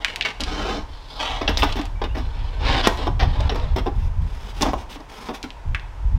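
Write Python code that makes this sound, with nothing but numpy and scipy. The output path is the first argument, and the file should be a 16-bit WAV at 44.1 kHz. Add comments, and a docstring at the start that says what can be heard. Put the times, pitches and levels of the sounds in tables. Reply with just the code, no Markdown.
"""Wooden panels on a trestle table

Two wooden panels are pulled apart and handled on a table under a garden canopy: blows, cracks, strokes, sleeves.
Blows excite ringing wood modes, cracks are short filtered snaps, and friction is a stream of tiny slips.
Levelled low noise makes the wind on the microphone, steady noise the far traffic, gliding sines a faint bird."""
import sys
import numpy as np
from scipy import signal
from scipy.fft import rfft, irfft, next_fast_len
from scipy.io import wavfile
from scipy.ndimage import uniform_filter1d

SR = 44100
rng = np.random.default_rng(int(sys.argv[2]) if len(sys.argv) > 2 else 0)


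def inscribe(sig):
    """Save sig as 16-bit PCM at rate SR to the path in sys.argv[1].

    A 1-D sig is mono; a 2-D sig holds one channel per row.
    Samples are clipped to [-1, 1] before scaling.
    """
    pcm = np.round(np.clip(np.atleast_2d(sig).T, -1, 1) * 32767)
    wavfile.write(sys.argv[1], SR, pcm.astype(np.int16))


N = 272538

# where body meets hard edge, and edge meets splinter fizz, in blows and strokes: [Hz]
BAND_EDGES_HZ = [1300, 7000]

# tone of a blow: (frequency [Hz], relative gain [dB])
KNOCK_COLOUR = [(100, -1), (180, 7.5), (270, 8.5), (500, 0.5), (820, 1), (1100, -5), (1400, -9.5),
                (2400, -13), (3500, -10.5), (4200, -18.5), (5500, -17), (7000, -39), (10000, -47.5),
                (16000, -47)]


def knock(body_db, hard_db, splinter_db, first, clatter_s, lowest_hz, contact_hz=2200, size=12000):
    """One blunt push, then the rest of the edge chatters down and the panel rings."""
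    t = np.arange(size) / SR
    first = np.clip(first, 0, 1)
    age = t / max(clatter_s, .001)
    # the wood yields, so the push holds little treble
    push = tinted(signal.unit_impulse(size), lambda hz: -10 * np.log10(1 + (hz / contact_hz) ** 2))
    chatter = grains(size, per_s=1800, spread_db=3.5) * np.sqrt(age) * np.exp(-age)
    ring = unit(signal.fftconvolve(chatter, panel(modes_db=-10.5, dense_db=0.5))[:size])
    sound = np.sqrt(first) * push + np.sqrt(1 - first) * ring

    def blow_colour(hz):
        # a glancing blow leaves the lowest modes still
        low_cut_db = 10 * np.log10(1 + (lowest_hz / (hz + 1)) ** 4)
        return read(KNOCK_COLOUR, hz) - low_cut_db

    bands = split(tinted(sound, blow_colour), BAND_EDGES_HZ)
    attack = t < .03
    edge_db = body_db + hard_db
    fizz_db = edge_db + splinter_db
    levels_db = (body_db, edge_db, fizz_db)
    return sum(gain_of(db) * band / band[attack].std() for db, band in zip(levels_db, bands))


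# a panel strikes the table; levels are for the first 30 ms, ahead of the overall knock trim:
# (time [s], body level [dB], hard edge above body [dB], splinter fizz above edge [dB],
#  energy share of the first push [0-1], clatter time [s], low-cut corner [Hz])
KNOCKS = [(.4, -31, -3.5, -28, 0.18, 0.012, 150), (1.412, -24.5, -8, -26, 0.05, .011, 564),
          (1.477, -24.5, 1.5, -36, 0.03, .005, 604), (1.487, -22, -9.5, -15, .05, 0.0079, 332),
          (1.573, -31.5, 3, -12, 0.36, 0.02, 600), (1.622, -22, -0.5, -27, 0, 0.011, 600),
          (1.631, -19.5, -11, -10.5, 0.35, 0.0044, 400), (1.757, -27.5, -7, -17, 0.2, .011, 180),
          (1.79, -24, -12, -23, 0.2, 0.0054, 180), (2.017, -25, -11, -32, 0.26, 0.0045, 380),
          (2.038, -30.5, -3, -25, 0, .006, 300), (2.146, -33, -5.5, -22, 0.02, .009, 220),
          (2.169, -28.5, -9.5, -18, 0.3, 0.016, 200), (2.8718, -13.5, -8, -14, 0.64, 0.0039, 365),
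          (3.07, -21, -14.5, -23, .2, 0.0068, 323), (3.195, -26.5, 0, -31, 0.04, .018, 600),
          (3.223, -24, -11, -21, 0.43, .011, 330), (3.401, -32, -9, -22, 0.3, 0.0049, 260),
          (3.494, -28, -4, -27, .07, 0.0045, 398), (3.516, -27, -11.5, -22, 0.08, 0.0082, 250),
          (3.546, -30.5, -9, -17, 0.2, 0.0086, 219), (3.761, -23, -10.5, -16.5, 0.12, 0.0092, 248),
          (3.784, -28.5, -5.5, -19, .2, .0056, 180), (3.861, -21, -17.5, -25, 0.07, 0.0072, 297),
          (4.61, -24, -5, -11, .25, 0.0083, 200), (4.626, -19.5, -8.5, -12, 0, 0.0057, 200),
          (4.654, -20.5, -13, -20, 0.24, 0.0084, 450), (4.679, -24.5, -13, -27, 0.05, .008, 230),
          (4.734, -22, -18.5, -24, 0.4, 0.0041, 330), (4.957, -37.5, -9.5, -22, 0.25, .0056, 220),
          (5.0, -38.5, -13, -16, 0.05, 0.0042, 220), (5.287, -27.5, -11, -22, 0.17, 0.0046, 229),
          (5.303, -30.5, -18, -14, 0.02, 0.006, 250), (5.438, -31.5, -7.5, -16, 0.2, 0.0053, 160)]


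def knocks(trim_db=-1):
    """Every blow of a panel on the table."""
    out = np.zeros(N)
    for s, *blow in KNOCKS:
        add(out, s, knock(*blow))
    return gain_of(trim_db) * out


# dry cracks and ticks of wood: (time [s], peak level ahead of the crack trim [dB],
#  centre [Hz], width [octaves], after-ring against the snap, before filtering [dB])
CRACKS = [(0.0471, -2, 2340, 0.75, -3.5), (.16, -12.5, 2920, 0.82, -2.5), (0.2106, -7, 2560, 0.55, -3),
          (0.2224, -18, 3580, 0.37, 9), (0.258, -18, 2680, 0.5, 5), (0.406, -14, 3980, 0.57, 19),
          (0.4368, -13, 3680, 0.55, 2.5), (1.478, -7.5, 3170, 0.3, -2.5), (1.5727, -11, 4180, 0.37, 10),
          (1.6225, -9, 3000, 0.24, -10), (1.7251, -17.5, 3700, 0.52, 2), (1.8147, -21.5, 2540, 0.92, 0),
          (1.855, -27, 3400, 0.85, 1), (2.874, -7, 5000, 0.65, -12), (2.974, -27, 3000, 1, -2),
          (3.406, -21, 3020, 0.75, 2), (3.4947, -17, 3600, 0.27, 0), (3.559, -29.5, 4000, .7, 0),
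          (3.599, -25, 3200, 0.45, -8), (4.622, -7, 4730, 0.48, 0.5), (5.429, -19, 3350, 0.74, 1.5),
          (5.505, -23.5, 2940, 0.53, -6), (5.7476, -14.5, 1990, 0.69, 2.5), (5.797, -29, 3000, 0.53, -5)]


def cracks(trim_db=2, skirt_db=15, echo_s=0.001035, echo=0.1, size=6000):
    """Snaps a few cycles long, each with a close reflection and a short ring of the wood."""
    out = np.zeros(N)
    for s, db, centre_hz, octaves, ring_db in CRACKS:

        def snap_colour(hz):
            distance = np.log2((hz + 1) / centre_hz) / octaves
            return skirt_db * (1 - np.hypot(1, distance))

        snap = signal.unit_impulse(size) + echo * signal.unit_impulse(size, round(echo_s * SR))
        snap = snap + gain_of(ring_db) * dying(PANEL_T60, size)
        snap = tinted(snap, snap_colour)
        add(out, s, gain_of(db + trim_db) * snap / abs(snap).max())
    return out


TAP_S = 5.7475
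# a small hard part rings: (frequency [Hz], starting level [dB], t60 [s])
TAP_MODES = [(1670, -22, 0.043), (1930, -28, 0.035), (2164, -26, 0.076), (2300, -32, 0.12),
             (2560, -35, 0.076)]


def tap(size=12000):
    """The last tap sets a small hard part ringing: brief, bright, decaying sines."""
    t = np.arange(size) / SR
    out = np.zeros(N)
    ring = sum(gain_of(db - 60 * t / t60) * np.sin(2 * np.pi * hz * t) for hz, db, t60 in TAP_MODES)
    add(out, TAP_S, ring)
    return out


# All stroke tables: (start [s], length [s], body level at mid-stroke [dB],
#  swell from start to end [dB], brightness lift of edge and fizz [dB])
# All stroke colours: (frequency [Hz], relative gain [dB])

# the joint gives: stroke columns, then colour columns
CREAKS = [(0.0, 0.074, -43, 10, 3.5), (.078, 0.092, -42.5, -12.5, 3.5), (.16, 0.11, -41.5, -1, -5),
          (.247, 0.087, -37, -9.5, 7), (.32, .085, -51.5, 1, -4)]
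CREAK_COLOUR = [(100, -53), (170, -7.5), (532, -4), (808, 0), (1660, -11.5), (2260, 1), (2440, -19),
                (2840, -3), (14800, -48), (16000, -36)]


def creaks():
    """The joint creaks coarsely: sparse slips whose treble swells faster than the body."""
    return rub(CREAKS, CREAK_COLOUR, attack_s=0.0061, release_s=0.017, edge_db=-1.0, fizz_db=-25.5,
               treble_swell=2.3, per_s=1200, spread_db=3.0, modes_db=-28, dense_db=0.5, catch_db=2.5)


# one panel rubs off the other: stroke columns, then colour columns
PULLS = [(.445, 0.42, -28.5, 10.5, -0.5)]
PULL_COLOUR = [(82, -39), (140, -15), (204, -3), (254, -13.5), (292, 0), (518, -10), (801, -4.5),
               (977, -10), (1670, -13.5), (1810, -17.5), (3410, -15), (12400, -40), (16000, -42)]


def pulls():
    """Panel rubs off panel: near-equal slips excite strong main modes."""
    return rub(PULLS, PULL_COLOUR, attack_s=0.036, release_s=0.17, edge_db=-4.0, fizz_db=-30.5,
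               treble_swell=0.38, per_s=1800, spread_db=1.0, modes_db=-11.5, dense_db=2.5, catch_db=0.5)


# a corner skims the table: stroke columns, then colour columns
GLIDES = [(.88, 0.23, -59.5, 2, 2.5), (1.075, 0.127, -43, 13, -5)]
GLIDE_COLOUR = [(290, -23), (500, -18), (919, -13), (1180, -18), (2610, -8), (3590, 2), (5240, -5),
                (6610, -23), (14700, -37), (16000, -41)]


def glides():
    """A corner skims the table: dense slips, with the edge band louder than the body."""
    return rub(GLIDES, GLIDE_COLOUR, attack_s=0.022, release_s=0.017, edge_db=6, fizz_db=-16,
               treble_swell=0.6, per_s=4000, spread_db=3, modes_db=-21, dense_db=1, catch_db=2.4)


# the panel slides flat and is nudged into place: stroke columns, then colour columns
SLIDES = [(1.188, .24, -31, -11, 0.5), (1.43, .16, -39.5, 2, 0), (1.655, .11, -39, -6, 3),
          (1.76, 0.13, -40.5, -4, -2.5)]
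SLIDE_COLOUR = [(100, -48), (190, -21), (260, -9.5), (400, -13), (580, -5.5), (770, 0), (1100, -5),
                (1500, -11), (2500, -11), (3550, -4.5), (4300, -13), (5400, -18), (7000, -33), (10000, -48),
                (16000, -55)]


def slides():
    """A flat panel slides on wood: steady slips blurred by many small modes."""
    return rub(SLIDES, SLIDE_COLOUR, attack_s=0.017, release_s=0.038, edge_db=-1.0, fizz_db=-24.5,
               treble_swell=1.28, per_s=2000, spread_db=3.0, modes_db=-24, dense_db=3, catch_db=0.7)


# the other panel is shoved across it: stroke columns; the colour is shared with the drags
SHOVES = [(2.585, 0.099, -33, 16, -1.5), (2.645, 0.184, -25, 2, 1), (2.81, 0.074, -26.5, 7, 4.5)]
DRAG_COLOUR = [(110, -47), (190, -23), (229, -3), (406, -5.5), (472, -1.5), (658, -5), (919, -0.5),
               (1260, -10), (2120, -13.5), (3560, -10), (5260, -18), (6210, -29), (14300, -51),
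               (16000, -59)]


def shoves():
    """The other panel is shoved across: sparse, fairly even slips."""
    return rub(SHOVES, DRAG_COLOUR, attack_s=0.037, release_s=0.025, edge_db=-1.0, fizz_db=-31.5,
               treble_swell=1.6, per_s=1100, spread_db=1.5, modes_db=-15.5, dense_db=-1.0, catch_db=0.6)


# the panel is lightly dragged and turned: stroke columns
DRAGS = [(2.19, 0.59, -46.5, 3, 4.5), (2.88, 0.11, -34, -1, -3.5), (2.965, .125, -31.5, -6.5, 1),
         (3.26, 0.24, -36.5, 3.5, 0), (3.545, 0.22, -39.5, -18, -1)]


def drags():
    """A light drag: uneven slips with a dense blur and little fizz."""
    return rub(DRAGS, DRAG_COLOUR, attack_s=0.022, release_s=0.033, edge_db=-5.5, fizz_db=-32,
               treble_swell=1.0, per_s=2000, spread_db=3.0, modes_db=-15.0, dense_db=3.5, catch_db=1.5)


# sleeves and palms brush the panel: stroke columns, then colour columns
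BRUSHES = [(3.94, 0.16, -53.5, 7, 2.5), (4.2, 0.34, -50.5, 15, 1.5), (4.53, 0.102, -44.5, 14, 1.5),
           (4.765, 0.094, -44.5, -13, -2), (4.885, 0.096, -48, -3, 6.5), (5.08, .23, -43.5, 9, -0.5),
           (5.33, 0.067, -41, -14, 2.5)]
BRUSH_COLOUR = [(120, -37), (200, 2.5), (249, -3), (334, -6), (416, -1.5), (709, -13), (806, -2.5),
                (1590, -14.5), (3560, -12.5), (4270, -19.5), (5230, -16.5), (7270, -30), (14100, -38.5),
                (16000, -37.5)]


def brushes():
    """Cloth and skin hiss finely: dense slips that barely excite the wood."""
    return rub(BRUSHES, BRUSH_COLOUR, attack_s=0.02, release_s=0.037, edge_db=-1.0, fizz_db=-14,
               treble_swell=0.68, per_s=4000, spread_db=2.0, modes_db=-25, dense_db=-4.0, catch_db=1.5)


def rub(strokes, colour, attack_s, release_s, edge_db, fizz_db, per_s, spread_db, modes_db, dense_db, catch_db,
        treble_swell=1.0, catch_s=0.01, travel_hz=4):
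    """Fibres catch and let go in clumps under a stroke that sets in, swells or sags, and lifts off."""
    out = np.zeros(N)
    for start, length, db, swell_db, bright_db in strokes:
        t = np.arange(0, length, 1 / SR)
        force = grains(len(t), per_s, spread_db) * gain_of(catch_db * wobble(len(t), catch_s))
        # the contact travels over the wood, so the small modes that it excites keep changing
        slips = np.zeros(len(t))
        for place in np.linspace(0, 1, 3, endpoint=False):
            spot = np.cos(np.pi * (travel_hz * t + place)) ** 2
            slips += signal.fftconvolve(force * spot, panel(modes_db, dense_db))[:len(t)]
        coloured = tinted(slips, lambda hz: read(colour, hz))
        body, edge, fizz = map(evened, split(coloured, BAND_EDGES_HZ))
        effort_db = swell_db * (t / length - .5)
        treble = gain_of(edge_db) * edge + gain_of(fizz_db) * fizz
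        sound = gain_of(effort_db) * body + gain_of(bright_db + treble_swell * effort_db) * treble
        add(out, start, gain_of(db) * sound * ramp(t, attack_s) * ramp(length - t, release_s))
    return out


# what panel and table ring with: (frequency [Hz], relative level [dB], t60 [s])
MODES_WOOD = [(217.4, -9, 0.12), (251.2, -0.5, 0.13), (290, -4.5, .2), (378, -14, 0.11), (456, -3.5, 0.097),
              (514, -15, 0.048), (638, -6.5, 0.056), (775, 1.5, 0.041), (793, -13.5, 0.15),
              (837, -17, 0.047), (957, -7, 0.033), (1060, 4.5, 0.042), (1400, -38, .1), (1690, -21, .1),
              (1920, 1, 0.077), (2237, -3, .11), (2850, -21, 0.045), (3570, -1, 0.1), (3760, -3, 0.075)]
# decay of the many small panel modes: (frequency [Hz], t60 [s])
PANEL_T60 = [(200, 0.12), (600, 0.11), (1500, 0.13), (4000, 0.045), (12000, 0.048)]


def panel(modes_db, dense_db, size=12000):
    """The wood's answer to one contact: a direct push, its main modes and a blur of small ones."""
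    t = np.arange(size) / SR
    modes = sum(gain_of(db - 60 * t / t60) * np.cos(2 * np.pi * hz * t) for hz, db, t60 in MODES_WOOD)
    blur = dying(PANEL_T60, size)
    return signal.unit_impulse(size) + gain_of(modes_db) * unit(modes) + gain_of(dense_db) * blur


# decay of the yard: (frequency [Hz], t60 [s])
YARD_T60 = [(200, 0.38), (1000, 0.44), (4000, 0.44), (12000, 0.51)]


def yard(x, delay_s=.012, size=18000):
    """Canopy and garden walls send back a thin, late tail."""
    out = np.zeros(N)
    add(out, delay_s, signal.fftconvolve(x, dying(YARD_T60, size)))
    return out


# the breeze on the microphone rises and drops: (time [s], rumble level [dB])
BREEZE = [(0.0, -39.5), (.33, -43), (.6, -28.5), (1.12, -40.5), (1.5, -24.5), (2.0, -27), (3.5, -24),
          (4.3, -28.5), (5.1, -43.5), (5.55, -41), (6.18, -26.5)]
# single gusts on top of it: (peak time [s], reach either side of the peak [s], peak rumble level [dB],
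#  buffeting above the rumble [dB])
GUSTS = [(0.47, 0.18, -26.5, -12), (1.623, 0.3, -24.5, -8), (2.467, 0.08, -25, -12), (2.688, 0.23, -22, -5),
         (3.122, 0.17, -27.5, 2.5), (3.266, .14, -16, -3), (3.43, 0.15, -20.5, -1), (3.72, 0.23, -20.5, -6),
         (4.024, 0.23, -19.5, -5), (4.214, .14, -21.5, -1), (4.674, 0.31, -26.5, -8),
         (5.709, 0.12, -21, -5.5), (6.071, 0.078, -17, -10.5), (6.147, 0.069, -18.5, -0.5)]
# tone of the eddies within each wind band: (frequency [Hz], relative gain [dB])
WIND_COLOUR = [(8.8, -59), (15, -1), (38, 12.5), (80, -3.5), (203, -30), (258, -36.5), (320, -44.5),
               (343, -59), (419, -42), (450, -76), (580, -87), (990, -120)]
# buffeting above the rumble in a moderate breeze [dB], extra dB per dB, rumble of that breeze [dB]
BUFFET_DB, BUFFET_GROWTH, BREEZE_DB = -9, 0.25, -26


def wind(eddy_s=0.082, unrest_db=1.5, unrest_s=0.051):
    """Slow eddies push on the microphone; a faster flutter grows more steeply than the rumble."""
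    t = np.arange(N) / SR
    breeze_db = np.interp(t, *np.transpose(BREEZE)) + unrest_db * wobble(N, unrest_s)
    buffet_db = breeze_db + BUFFET_DB + BUFFET_GROWTH * (breeze_db - BREEZE_DB)
    rumble_power = gain_of(breeze_db) ** 2
    buffet_power = gain_of(buffet_db) ** 2
    for peak_s, reach_s, db, above_db in GUSTS:
        gust = gain_of(db) * ramp(reach_s - abs(t - peak_s), reach_s) ** 2
        rumble_power = rumble_power + gust ** 2
        buffet_power = buffet_power + (gain_of(above_db) * gust) ** 2
    colour = gain_of(read(WIND_COLOUR, np.fft.rfftfreq(N, 1 / SR)))
    eddies = irfft(rfft(rng.standard_normal(N)) * colour, N)
    out = np.zeros(N)
    # rumble below 72 Hz, buffeting above; each is levelled, then follows its own power
    for power, band in zip((rumble_power, buffet_power), split(eddies, [72])):
        strength = np.sqrt(uniform_filter1d(abs(signal.hilbert(band)) ** 2 / 2, int(eddy_s * SR)))
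        out += np.sqrt(power) * band / strength
    return out


# tone of far roads and air: (frequency [Hz], relative gain [dB])
AIR_COLOUR = [(59, -32), (100, -10), (189, -17.5), (224, -28.5), (283, -15), (343, -19.5), (513, -18),
              (784, -16.5), (930, -10), (1130, -20), (1280, -21), (3400, -32), (4110, -35.5), (5650, -37.5),
              (16000, -57.5)]


def traffic(level_db=-45.5):
    """The even wash of far roads and outdoor air: steady coloured noise."""
    air = tinted(rng.standard_normal(N), lambda hz: read(AIR_COLOUR, hz))
    return gain_of(level_db) * evened(air)


# a far bird: (start [s], length [s], starting pitch [Hz], glide [Hz per s], level before the fades [dB])
BIRD = [(1.952, 0.058, 2330, -900, -52), (2.089, 0.054, 2600, 6900, -50)]


def bird(waver=0.012, flutter_db=4):
    """Thin, broken, gliding whistles: sines unsteady in pitch and level."""
    out = np.zeros(N)
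    for start, length, hz, glide, db in BIRD:
        t = np.arange(0, length, 1 / SR)
        pitch = (hz + glide * t) * (1 + waver * wobble(len(t), 0.0016))
        whistle = np.sin(2 * np.pi * np.cumsum(pitch) / SR)
        note = evened(whistle * gain_of(flutter_db * wobble(len(t), .006)))
        add(out, start, gain_of(db) * note * signal.windows.tukey(len(t), .3))
    return out


def gain_of(db):
    """Decibels to gain."""
    return 10 ** (np.asarray(db) / 20)


def evened(x):
    """Scales to rms 1."""
    return x / np.sqrt(np.mean(x ** 2) + 1e-20)


def unit(x):
    """Scales to energy 1."""
    return x / (np.linalg.norm(x) + 1e-12)


def read(points, hz):
    """Reads a table of (Hz, value) on a log-frequency axis."""
    f, value = np.transpose(points)
    return np.interp(np.log(hz + 1), np.log(f + 1), value)


def add(mix, s, sound):
    """Mixes a sound in at time s."""
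    part = mix[max(round(s * SR), 0):][:len(sound)]
    part += sound[:len(part)]


def ramp(t, span_s):
    """A smooth rise from 0 to 1 over span_s."""
    return np.sin(np.pi / 2 * np.clip(t / max(span_s, .001), 0, 1)) ** 2


def wobble(size, span_s):
    """A smooth random control of rms 1."""
    width = max(int(span_s * SR), 2)
    smooth = uniform_filter1d(rng.standard_normal(size), width)
    return evened(uniform_filter1d(smooth, width))


def grains(size, per_s, spread_db):
    """Random tiny contacts, most weak and a few strong."""
    strength = gain_of(spread_db * np.minimum(rng.exponential(1, size), 4))
    return rng.choice([-1., 1.], size) * strength * (rng.random(size) < per_s / SR)


def dying(t60, size):
    """A wash of dense modes or echoes, each band dying at its own speed."""
    hz, t, z = signal.stft(rng.standard_normal(size), SR, nperseg=256)
    decay = gain_of(-60 * t / read(t60, hz)[:, None])
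    return unit(signal.istft(z * decay, SR, nperseg=256)[1][:size])


def tinted(x, colour_db, size=4096):
    """Causal minimum-phase filter whose gain in dB is a function of frequency."""
    log_gain = np.log(gain_of(np.maximum(colour_db(abs(np.fft.fftfreq(size, 1 / SR))), -100)))
    taps = np.fft.ifft(np.exp(np.conj(signal.hilbert(log_gain)))).real
    return signal.fftconvolve(x, taps)[:len(x)]


def split(x, edges_hz, order=12):
    """Splits a sound into soft bands that sum to it."""
    size = next_fast_len(2 * len(x))
    hz, z = np.fft.rfftfreq(size, 1 / SR), rfft(x, size)
    below = [0 * hz] + [1 / (1 + (hz / edge) ** order) for edge in edges_hz] + [0 * hz + 1]
    return irfft(z * np.diff(below, axis=0), size)[:, :len(x)]


def scene():
    """Wood, cloth and wind in the yard, the same in both channels."""
    friction = creaks() + pulls() + glides() + slides() + shoves() + drags() + brushes()
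    handling = knocks() + cracks() + tap() + friction
    mono = handling + gain_of(-12.5) * yard(handling) + wind() + traffic() + bird()
    mono = mono * signal.windows.tukey(N, .001)  # 3 ms fades
    return np.array([mono, mono])


def record(dry):
    """Clips at full scale, then cuts the treble above 15.9 kHz."""
    taps = signal.firwin(301, 15900, window=("kaiser", 9), fs=SR)
    return signal.oaconvolve(np.clip(dry, -1, 1), taps[None], "same")


dry = scene()
out = record(dry)
inscribe(out)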